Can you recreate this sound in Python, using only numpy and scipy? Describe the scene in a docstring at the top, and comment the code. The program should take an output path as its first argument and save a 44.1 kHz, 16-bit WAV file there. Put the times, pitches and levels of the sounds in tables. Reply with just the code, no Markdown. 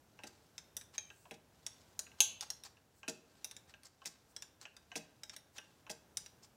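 """Tapping a thread by hand

A thread tap is turned by hand into a motorcycle engine in a small workshop; fingers rub over the steel.
The wrench's loose cross-bar ticks in its hole: decaying sine waves ring and short noise bursts crack.
Now and then the bar tips with a dull nudge, slides and drops on its stop, which thuds through the frame.
The held wrench rocks in its play and once clanks on the cooling fins. Shaped noise makes a faint room tone."""
import sys
import numpy as np
from scipy import signal
from scipy.fft import rfft, irfft, next_fast_len
from scipy.io import wavfile
from scipy.ndimage import map_coordinates

SR = 44100
rng = np.random.default_rng(int(sys.argv[2]) if len(sys.argv) > 2 else 0)


def to_wav(s):
    """Save 16-bit WAV."""
    ch = np.atleast_2d(s).T  # columns
    pcm = np.round(np.clip(ch, -1, 1) * 32767)  # PCM
    wavfile.write(sys.argv[1], SR, pcm.astype(np.int16))


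N = 289285
T = np.arange(int(.6 * SR)) / SR  # the time axis of one short sound [s]


def amp(db):
    """Turn decibels into a gain."""
    return 10 ** (np.asarray(db) / 20)


def unit(x):
    """Scale to an rms (average strength) of 1."""
    return x / np.sqrt(np.mean(x ** 2) + 1e-20)


def blow(x):
    """Scale a short sound to the energy of 10 ms at an rms of 1."""
    return x / np.sqrt(np.sum(x ** 2) / (SR / 100) + 1e-20)


def along(points, hz):
    """Read a value between (frequency, value) points on a log frequency axis."""
    point_hz, values = np.transpose(points)
    return np.interp(np.log(hz + 1), np.log(point_hz + 1), values)


def fade(t, t60):
    """Die away exponentially, losing 60 dB in t60 seconds."""
    return np.exp(-np.log(1000) * t / np.maximum(t60, 1e-3))


def onset(rise):
    """Build up a contact smoothly; rise is the time constant in seconds."""
    return 1 - np.exp(-T / max(rise, 1e-5))


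def noise(spectrum, size):
    """Make noise of rms 1 with the given colour and nothing outside its range."""
    m = next_fast_len(size)
    hz = np.fft.rfftfreq(m, 1 / SR)
    inside = (hz > spectrum[0][0]) & (hz < spectrum[-1][0])
    white = rfft(rng.standard_normal(m))
    coloured = irfft(white * amp(along(spectrum, hz)) * inside, m)
    return unit(coloured[:size])


def wobble(rate):
    """Draw a smooth random curve through rate random points a second."""
    points = rng.standard_normal(int(N * rate / SR) + 4)
    return map_coordinates(points, [np.arange(N) * rate / SR])


def ring(modes, detune, scatter_db=2):
    """Ring struck metal as fading sines; pitches and strengths shift at random from blow to blow."""
    hz, db, t60 = np.transpose(modes)[:, :, None]
    pitch, size, phase = rng.standard_normal((3, len(modes), 1))
    waves = np.sin(2 * np.pi * (hz * (1 + detune * pitch) * T + phase))
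    return blow(np.sum(amp(db + scatter_db * size) * waves * fade(T, t60), axis=0))


def burst(spectrum, t60):
    """Blur countless heavily damped modes into fast-fading coloured noise."""
    return blow(noise(spectrum, len(T)) * fade(T, t60))


def swell(s, db, length):
    """Shape a bell-like rise and fall centred on time s, with standard deviation length."""
    return amp(db) * np.exp(-.5 * ((np.arange(N) / SR - s) / length) ** 2)


def add(track, s, sound):
    """Mix a sound into the track at time s."""
    part = track[max(round(s * SR), 0):][:len(sound)]
    part += sound[:len(part)]


# how long the room's tail lasts: (frequency [Hz], time to lose 60 dB [s])
ROOM_DECAY = [(200, 0.82), (1000, 0.6), (3000, 0.5), (6500, 0.32), (10500, 0.28), (15000, 0.23)]


def workshop(x, near_db, tail_db, near_t60=0.16, gap=0.0043, tank_db=-8):
    """The tank throws back one echo, engine and floor scatter the sound, then the room answers with a tail."""
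    hz, t, z = signal.stft(rng.standard_normal(len(T)), SR, nperseg=256)
    fading = z * fade(t, along(ROOM_DECAY, hz)[:, None])  # each pitch fades at its own speed
    tail = signal.istft(fading, SR, nperseg=256)[1][:len(T)] * onset(0.025)
    near = rng.standard_normal(len(T)) * fade(T, near_t60) * (T > gap)
    answer = amp(near_db) * near / np.linalg.norm(near)
    answer = answer + amp(tail_db) * tail / np.linalg.norm(tail)
    echo_s = rng.uniform(.0035, .006)  # the echo's delay is drawn at random at each call
    answer[round(SR * echo_s)] += amp(tank_db)
    return x + signal.fftconvolve(x, answer)[:len(x)]


# colour of the background air: (frequency [Hz], relative level [dB])
AIR_COLOUR = [(15, -36), (25, -16.5), (70, 4), (102, 4), (190, -0.5), (863, -7.5), (1190, -12.5),
              (1560, -11.5), (1940, -17), (3920, -19.5), (4610, -21.5), (5730, -18.5), (8360, -22.5),
              (14800, -24), (16000, -29)]
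AIR_DB = -69  # middle level


def room_tone():
    """Colour random noise as steady, slightly restless background air."""
    return amp(AIR_DB + 1.7 * wobble(3.0)) * noise(AIR_COLOUR, N)


# soft gritty swells, one leading into the clank: (time [s], rub level [dB], steel chatter level [dB])
GRITTY_SWELLS = [(0.95, -59.5, -77), (1.813, -90, -69.5), (2.198, -64.5, -76.5), (2.431, -48.5, -62),
                 (2.66, -57.5, -56.5), (3.698, -61.5, -83), (3.863, -64, -61), (4.63, -59.5, -68),
                 (5.338, -62, -75.5), (5.571, -59, -78), (6.441, -65.5, -63.5)]
# skin sweeps along the smooth shank: (time [s], standard deviation of the stroke [s])
SKIN_STROKES = [(1.204, 0.084), (2.983, .021), (4.307, 0.016), (5.552, 0.015)]
# colours of the gritty rub and of the skin's hiss: (frequency [Hz], relative level [dB])
RUB_COLOUR = [(150, -32), (700, 3.5), (1500, 2.5), (2800, -0.5), (4500, 3), (5800, 0.5), (8000, -1.5),
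              (10000, -13), (16000, -16)]
SKIN_COLOUR = [(4000, -16), (6500, -16), (8000, -10), (10500, -21), (16000, -18)]
SWELL_S, CHATTER_S = 0.01, .005  # standard deviations of a swell and of the chatter after a rebound
CHATTER_DB, SCRAPE_DB = -0.5, -11.5  # steel chatter relative to the ring; scrape relative to the weight
SWISH_DB = -74


def rubs():
    """Gritty noise swells and fades; with it, and after each landing, dense tiny skips chatter like steel."""
    strokes = [(s, rub_db, steel_db, SWELL_S) for s, rub_db, steel_db in GRITTY_SWELLS]
    for _, _, land_s, weight_db, steel_db, rebound_s in BAR_DROPS:
        after_s = land_s + rebound_s + CHATTER_S
        strokes.append((after_s, weight_db + SCRAPE_DB, steel_db + CHATTER_DB, CHATTER_S))

    handling = amp(-81.5 + 4.5 * wobble(3.5))  # the fingers never quite rest
    rub = handling + sum(swell(s, db, length) for s, db, _, length in strokes)
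    steel = sum(swell(s, db, length) for s, _, db, length in strokes)

    roughness_db = 2.6 * wobble(500) + 2.5 * wobble(110)  # fine grain on uneven slips
    grit = unit(noise(RUB_COLOUR, N) * amp(roughness_db))

    skips = (rng.random(N) < 600 / SR) * rng.standard_normal(N)  # about 600 a second
    skip_ring = amp(-2.0) * ring(BAR_MODES, detune=0.004) + burst(RATTLE_COLOUR, t60=.009)
    skip_ring = skip_ring + amp(-12) * burst(CRACK_COLOUR, t60=.006)
    chatter = unit(signal.fftconvolve(skips, skip_ring)[:N])

    skin_strokes = sum(swell(s, SWISH_DB, length) for s, length in SKIN_STROKES)
    hiss = skin_strokes * noise(SKIN_COLOUR, N)
    return workshop(rub * grit + steel * chatter + hiss, near_db=-12.5, tail_db=-14.5)


# notes of the engine case: (frequency [Hz], relative level [dB], time to lose 60 dB [s])
CASE_MODES = [(622, -2, .1), (854, -2, .1), (1000, -4, .04), (1575, -4, .15)]
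# colour of its dull knock: (frequency [Hz], relative level [dB])
KNOCK_COLOUR = [(120, -24.5), (400, -4), (800, -6.5), (1250, -5), (1700, 1), (2600, -38)]


def knock():
    """The engine case answers a contact with low notes and dull noise that build up more slowly."""
    case = amp(-6) * ring(CASE_MODES, detune=0.0011)
    return blow(case + burst(KNOCK_COLOUR, t60=0.069)) * onset(.0015)


# notes of the tap's shank: (frequency [Hz], relative level [dB], time to lose 60 dB [s])
SHANK_MODES = [(1606, -20, 0.18), (2230, -5.5, 0.0077), (2638, 4, .012), (2877, -5, .018),
               (3030, -14.5, .03)]
# colour of its unpitched part: (frequency [Hz], relative level [dB])
SHANK_COLOUR = [(900, -28.5), (1900, -8.5), (2700, -3), (3200, -9), (4200, -12.5), (6000, -28.5)]
NUDGE_KNOCK_DB, NUDGE_RING_DB = -6.5, -13  # case and bar, relative to the shank


def nudge(db):
    """With the fingers damping the bar, mostly the shank and the case speak."""
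    shank = blow(ring(SHANK_MODES, detune=0.01) + amp(-6) * burst(SHANK_COLOUR, t60=0.011))
    bar = amp(NUDGE_RING_DB) * ring(BAR_MODES, detune=0.0079)
    steel = (shank + bar) * onset(0.00019)
    return amp(db) * (steel + amp(NUDGE_KNOCK_DB) * knock())


SCUFF_DB, SCUFF_HZ, SCUFF_FALL_PER_S, SCUFF_T60_S = -59.5, 1117, 28.8, 0.061
SCUFF_ROUGH = 0.17  # size of the pitch wavering, as a share of the pitch


def scuff():
    """A brief, rough, dull note falls in pitch as the bar starts to move."""
    falling_hz = SCUFF_HZ * np.exp(-SCUFF_FALL_PER_S * T)
    hz = falling_hz * (1 + SCUFF_ROUGH * wobble(724)[:len(T)])
    note = np.sin(2 * np.pi * np.cumsum(hz) / SR)
    return amp(SCUFF_DB) * blow(note * fade(T, SCUFF_T60_S) * onset(0.0025))


# notes of bar, handle and tap: (frequency [Hz], relative level [dB], time to lose 60 dB [s])
BAR_MODES = [(5250, -6, .02), (5620, -3, .022), (5850, 0, .028), (6300, -3, .022), (6620, -4, .022),
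             (7350, -8, .02), (7950, -11, .02)]
HANDLE_MODES = [(1975, -18.5, 0.0075), (2640, 0, 0.027), (2720, 3.5, 0.032), (3334, -5.5, 0.091),
                (3717, -7.5, 0.021), (3910, 3.5, 0.072)]
TAP_MODES = [(8700, 9, 0.015), (9190, 8, 0.028), (10900, -9, .04), (12200, -33, .025), (13750, -35, .03),
             (14100, -9, .03)]
# colours of the bar's rattle, handle's clack and tap's crack: (frequency [Hz], relative level [dB])
RATTLE_COLOUR = [(3200, -34.5), (4700, -3), (5800, -2.5), (6700, -8), (8000, -5), (10000, -23.5)]
CLACK_COLOUR = [(900, -25), (1800, 2), (2700, 3), (3300, -1.5), (4100, -3.5), (5500, -32)]
CRACK_COLOUR = [(6500, -31), (8500, -5), (9500, 9.5), (11800, -4), (14500, 1), (16500, -22.5)]


def wrench(clack_db, crack_db, ring_hz, clack_hz, purity):
    """Steel on steel: a high ring and a lower clack each have their own note, and the tap cracks."""
    rattle = blow(ring(BAR_MODES, detune=0.022) + burst(RATTLE_COLOUR, t60=0.018))
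    high_note = ring([(ring_hz, 0, .018)], detune=0)
    low_note = ring([(clack_hz, 0, .019)], detune=0)
    bar = np.sqrt(purity) * high_note + np.sqrt(1 - purity) * rattle
    handle = amp(1.5) * low_note + amp(-6.5) * ring(HANDLE_MODES, detune=0.017)
    handle = blow(handle + burst(CLACK_COLOUR, t60=0.013))
    tap = blow(amp(-4.5) * ring(TAP_MODES, detune=0.013) + burst(CRACK_COLOUR, t60=0.016))
    return (bar + amp(clack_db) * handle + amp(crack_db) * tap) * onset(.0004)


# softer contacts are duller: levels relative to the ring at MEDIUM_DB, and the dB gained per dB softer
MEDIUM_DB = -48
CLACK_DB, CLACK_DULLING = -5, 0.36
KNOCK_DB, KNOCK_DULLING = -14.5, .55
CLACK_HZ, CLACK_SPREAD = 3714, .1  # the clack's middle note; its random spread as a share of that


def tick(db, ring_hz, purity, crack_db):
    """Bar meets hole: the softer the contact, the more it clacks and knocks on the case beside its ring."""
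    softer_db = MEDIUM_DB - db
    clack_hz = CLACK_HZ * (1 + CLACK_SPREAD * rng.standard_normal())
    clack_db = CLACK_DB + CLACK_DULLING * softer_db
    knock_db = KNOCK_DB + KNOCK_DULLING * softer_db
    steel = wrench(clack_db, crack_db, ring_hz, clack_hz, purity)
    return amp(db) * (steel + amp(knock_db) * knock())


# the bar tips, slides and lands on its stop: (tipping time [s], tipping level [dB], landing time [s],
# weight of the landing [dB], steel ring level [dB], rebound delay after landing [s])
BAR_DROPS = [(0.1903, -57.5, .2352, -54, -56.5, 0.033), (1.2547, -66, 1.31, -52.5, -63, 0.03),
             (3.031, -54, 3.0795, -44.5, -41.5, 0.011), (4.018, -62.5, 4.053, -59.5, -42.5, .012),
             (4.9171, -51.5, 4.9554, -46.5, -42, 0.013), (5.866, -59.5, 5.896, -52, -45, 0.012)]
# notes of the engine's frame: (frequency [Hz], relative level [dB], time to lose 60 dB [s])
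FRAME_MODES = [(165, -8, .22), (220, -7, .18), (285, -6, .15), (325, -6, .14), (377, -8, .14),
               (459, -3, .18), (622, -1, .14), (830, -9, .14), (1575, -8, .17)]
# colour of its thud: (frequency [Hz], relative level [dB])
THUD_COLOUR = [(70, -21), (150, -15), (320, 9), (480, -3.5), (800, 1), (1150, -20), (1900, -8), (2800, -18)]
LANDING_HZ, SEATED_HZ, SEATED_PURITY = 2590, 5670, .15  # clack on the stop; ring of the bar lying there
THUD_LAG_S, SEAT_LAG_S = 0.00235, 0.0041  # the frame answers, then the bar seats
REBOUND_LOSS_DB = 9
SEAT_CRACK_DB, REBOUND_CRACK_DB = -10.5, -6  # the tap's crack, relative to the ring


def drops():
    """The bar tips, lands with its whole weight, shakes the frame, seats and rebounds once."""
    track = np.zeros(N)
    for tip_s, tip_db, land_s, weight_db, steel_db, rebound_s in BAR_DROPS:
        add(track, tip_s, workshop(nudge(tip_db) + scuff(), near_db=-6, tail_db=-12))

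        modes = ring(FRAME_MODES, detune=.003, scatter_db=1)
        frame = blow(modes + burst(THUD_COLOUR, t60=0.087)) * onset(0.0018)
        clack = wrench(clack_db=10, crack_db=-2.5, ring_hz=SEATED_HZ,
                       clack_hz=LANDING_HZ, purity=SEATED_PURITY)
        landing = amp(weight_db) * (amp(-6.5) * clack + amp(-11) * knock())
        add(landing, THUD_LAG_S, amp(weight_db + 4.5) * frame)

        seat = tick(steel_db, SEATED_HZ, SEATED_PURITY, SEAT_CRACK_DB)
        add(landing, SEAT_LAG_S, seat)
        rebound = tick(steel_db - REBOUND_LOSS_DB, SEATED_HZ, SEATED_PURITY, REBOUND_CRACK_DB)
        add(landing, rebound_s, rebound)
        add(track, land_s, workshop(landing, near_db=-8, tail_db=-18))
    return track


# the bar ticks in its hole: (time [s], level [dB], ring pitch [Hz], purity of the ring [0-1],
# the tap's crack relative to the ring [dB])
BAR_TICKS = [(.58, -46, 5180, 0.36, -15.5), (0.7672, -43, 5730, 0.2, -1), (0.8118, -55, 7980, 0.5, -9),
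             (0.9803, -35.5, 6400, 0.92, -22), (1.6647, -40, 5590, 0.47, -9.5),
             (1.9917, -36.5, 6710, 0.59, -8.5), (2.4088, -39, 6460, 0.5, -11),
             (2.5023, -38.5, 5590, 0.44, -9.5), (2.6364, -52, 5600, 0.95, -4.5),
             (3.4445, -39.5, 5910, 0.54, -5.5), (3.5119, -49.5, 5550, .5, -8), (3.5654, -52, 7220, .5, -10),
             (3.8332, -65.5, 6170, .2, 1), (4.364, -45, 5450, .6, -13), (4.4224, -45.5, 7100, 0.28, -11.5),
             (4.6132, -56, 7600, 0.3, -10), (4.7661, -56.5, 4810, 0.56, -10.5),
             (5.234, -47, 5020, 0.23, -12), (5.2955, -49, 5450, .25, -18), (5.364, -48, 5620, 0.53, -6.5),
             (5.5816, -51, 5760, .6, -7.5), (6.1707, -36.5, 5950, 0.18, -6), (6.2613, -54, 5760, 0.25, -11)]


def clicks():
    """The loose bar ticks in its hole as the wrench is turned."""
    track = np.zeros(N)
    for s, db, ring_hz, purity, crack_db in BAR_TICKS:
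        contact = tick(db, ring_hz, purity, crack_db)
        add(track, s, workshop(contact, near_db=-10.5, tail_db=-15))
    return track


# let go by the fingers, the bar sings while it slips:
# (time [s], level [dB], starting pitch [Hz], fall as a share of that pitch [per s])
SINGING_NOTES = [(.981, -60, 2460, .45), (.981, -59, 3270, .55), (.981, -56, 6330, .03),
                 (.981, -59, 6630, .15), (4.654, -64, 2850, .5), (5.584, -61, 2900, .5)]
FLUTTER_DB, FLUTTER_RATE = 3.5, 160  # size of the flutter; random points per second


def free_ring():
    """Undamped, the bar holds its notes longer; they sink as its free end slides out."""
    track = np.zeros(N)
    for s, db, hz, fall in SINGING_NOTES:
        phase = 2 * np.pi * np.cumsum(hz * (1 - fall * T)) / SR
        # the bar brushes the hole as it moves, so level and phase flutter
        flutter = amp(FLUTTER_DB * wobble(FLUTTER_RATE)[:len(T)])
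        wave = np.sin(phase + 0.54 * wobble(FLUTTER_RATE)[:len(T)])
        note = wave * flutter * fade(T, t60=0.38) * onset(0.0016)
        add(track, s, amp(db) * note)
    return track


# the held wrench rocks in its play: (time [s], level [dB])
WRENCH_NUDGES = [(1.1024, -54), (2.0675, -58), (2.1168, -62), (2.7703, -67), (3.7393, -56), (4.654, -49),
                 (5.585, -47.5)]


def nudges():
    """The held wrench rocks in its play, tapping shank and engine case."""
    track = np.zeros(N)
    for s, db in WRENCH_NUDGES:
        add(track, s, workshop(nudge(db), near_db=-9.5, tail_db=-16.5))
    return track


# the wrench strikes the cooling fins and chatters: (time [s], level [dB])
FIN_STRIKES = [(2.2044, -19.5), (2.2066, -25), (2.215, -29.5)]
# notes of the wrench held tight and of the fins: (frequency [Hz], relative level [dB], time to lose 60 dB [s])
GRIPPED_MODES = [(2660, -5, .025), (6290, 0, .04), (6570, -1, .035), (7030, -9, .025), (10030, -10, .03),
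                 (10850, -8, .03)]
FIN_MODES = [(854, -17, .17), (1575, -20, .24), (2650, -7, .1), (3268, -10, .19), (3461, -14, .15),
             (3778, -12, .2), (5790, -9, .2), (6295, 2, .2), (6516, -5, .18), (6627, -5, .22),
             (7042, -10, .25), (7247, -14, .28), (7340, -11, .15), (7446, -13, .25), (7973, -13, .16),
             (10520, -13, .15), (10700, -13, .18), (10911, -13, .16)]
# colour of the clank's unpitched part: (frequency [Hz], relative level [dB])
FIN_COLOUR = [(200, -26), (550, -13.5), (850, -8), (1300, -20.5), (2150, -15.5), (2650, -1.5), (3900, -0.5),
              (5100, -4), (6400, 3), (7400, 0), (8500, -8), (10700, -3.5), (12200, -11.5), (14400, -11),
              (16500, -25.5)]


def clank():
    """Three quick contacts pile up in the wrench; the fins take up the blow and ring on."""
    chatter, track = np.zeros(len(T)), np.zeros(N)
    start, first_db = FIN_STRIKES[0]
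    for s, db in FIN_STRIKES:
        steel = ring(GRIPPED_MODES, detune=.001, scatter_db=1)
        contact = amp(-4.5) * steel + amp(-3.0) * burst(FIN_COLOUR, t60=0.013)
        add(chatter, s - start, amp(db) * contact * onset(.0005))
    fins = ring(FIN_MODES, detune=0, scatter_db=1)
    fins = fins + amp(-7.5) * burst(FIN_COLOUR, t60=.17)  # the many weaker fin modes blur together
    fins = amp(first_db - 6.0) * fins * onset(0.0024)
    add(track, start, fins + workshop(chatter, near_db=-15, tail_db=-14, tank_db=-12.0))
    return track


def scene():
    """Add up everything as heard from one point beside the engine."""
    mix = room_tone() + rubs() + drops() + clicks() + free_ring() + nudges() + clank()
    return mix[None]


LOW_CUT_HZ, TOP_HZ = 35, 15900


def record(dry):
    """Thin the deepest bass and keep nothing above the top frequency."""
    low_cut = signal.butter(2, LOW_CUT_HZ, "high", fs=SR, output="sos")
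    thinned = signal.sosfilt(low_cut, dry)
    m = next_fast_len(N + SR // 2)  # extra silence keeps the end from wrapping to the start
    kept = np.fft.rfftfreq(m, 1 / SR) < TOP_HZ
    return irfft(rfft(thinned, m) * kept, m)[..., :N]


dry = scene()
out = record(dry)
to_wav(out)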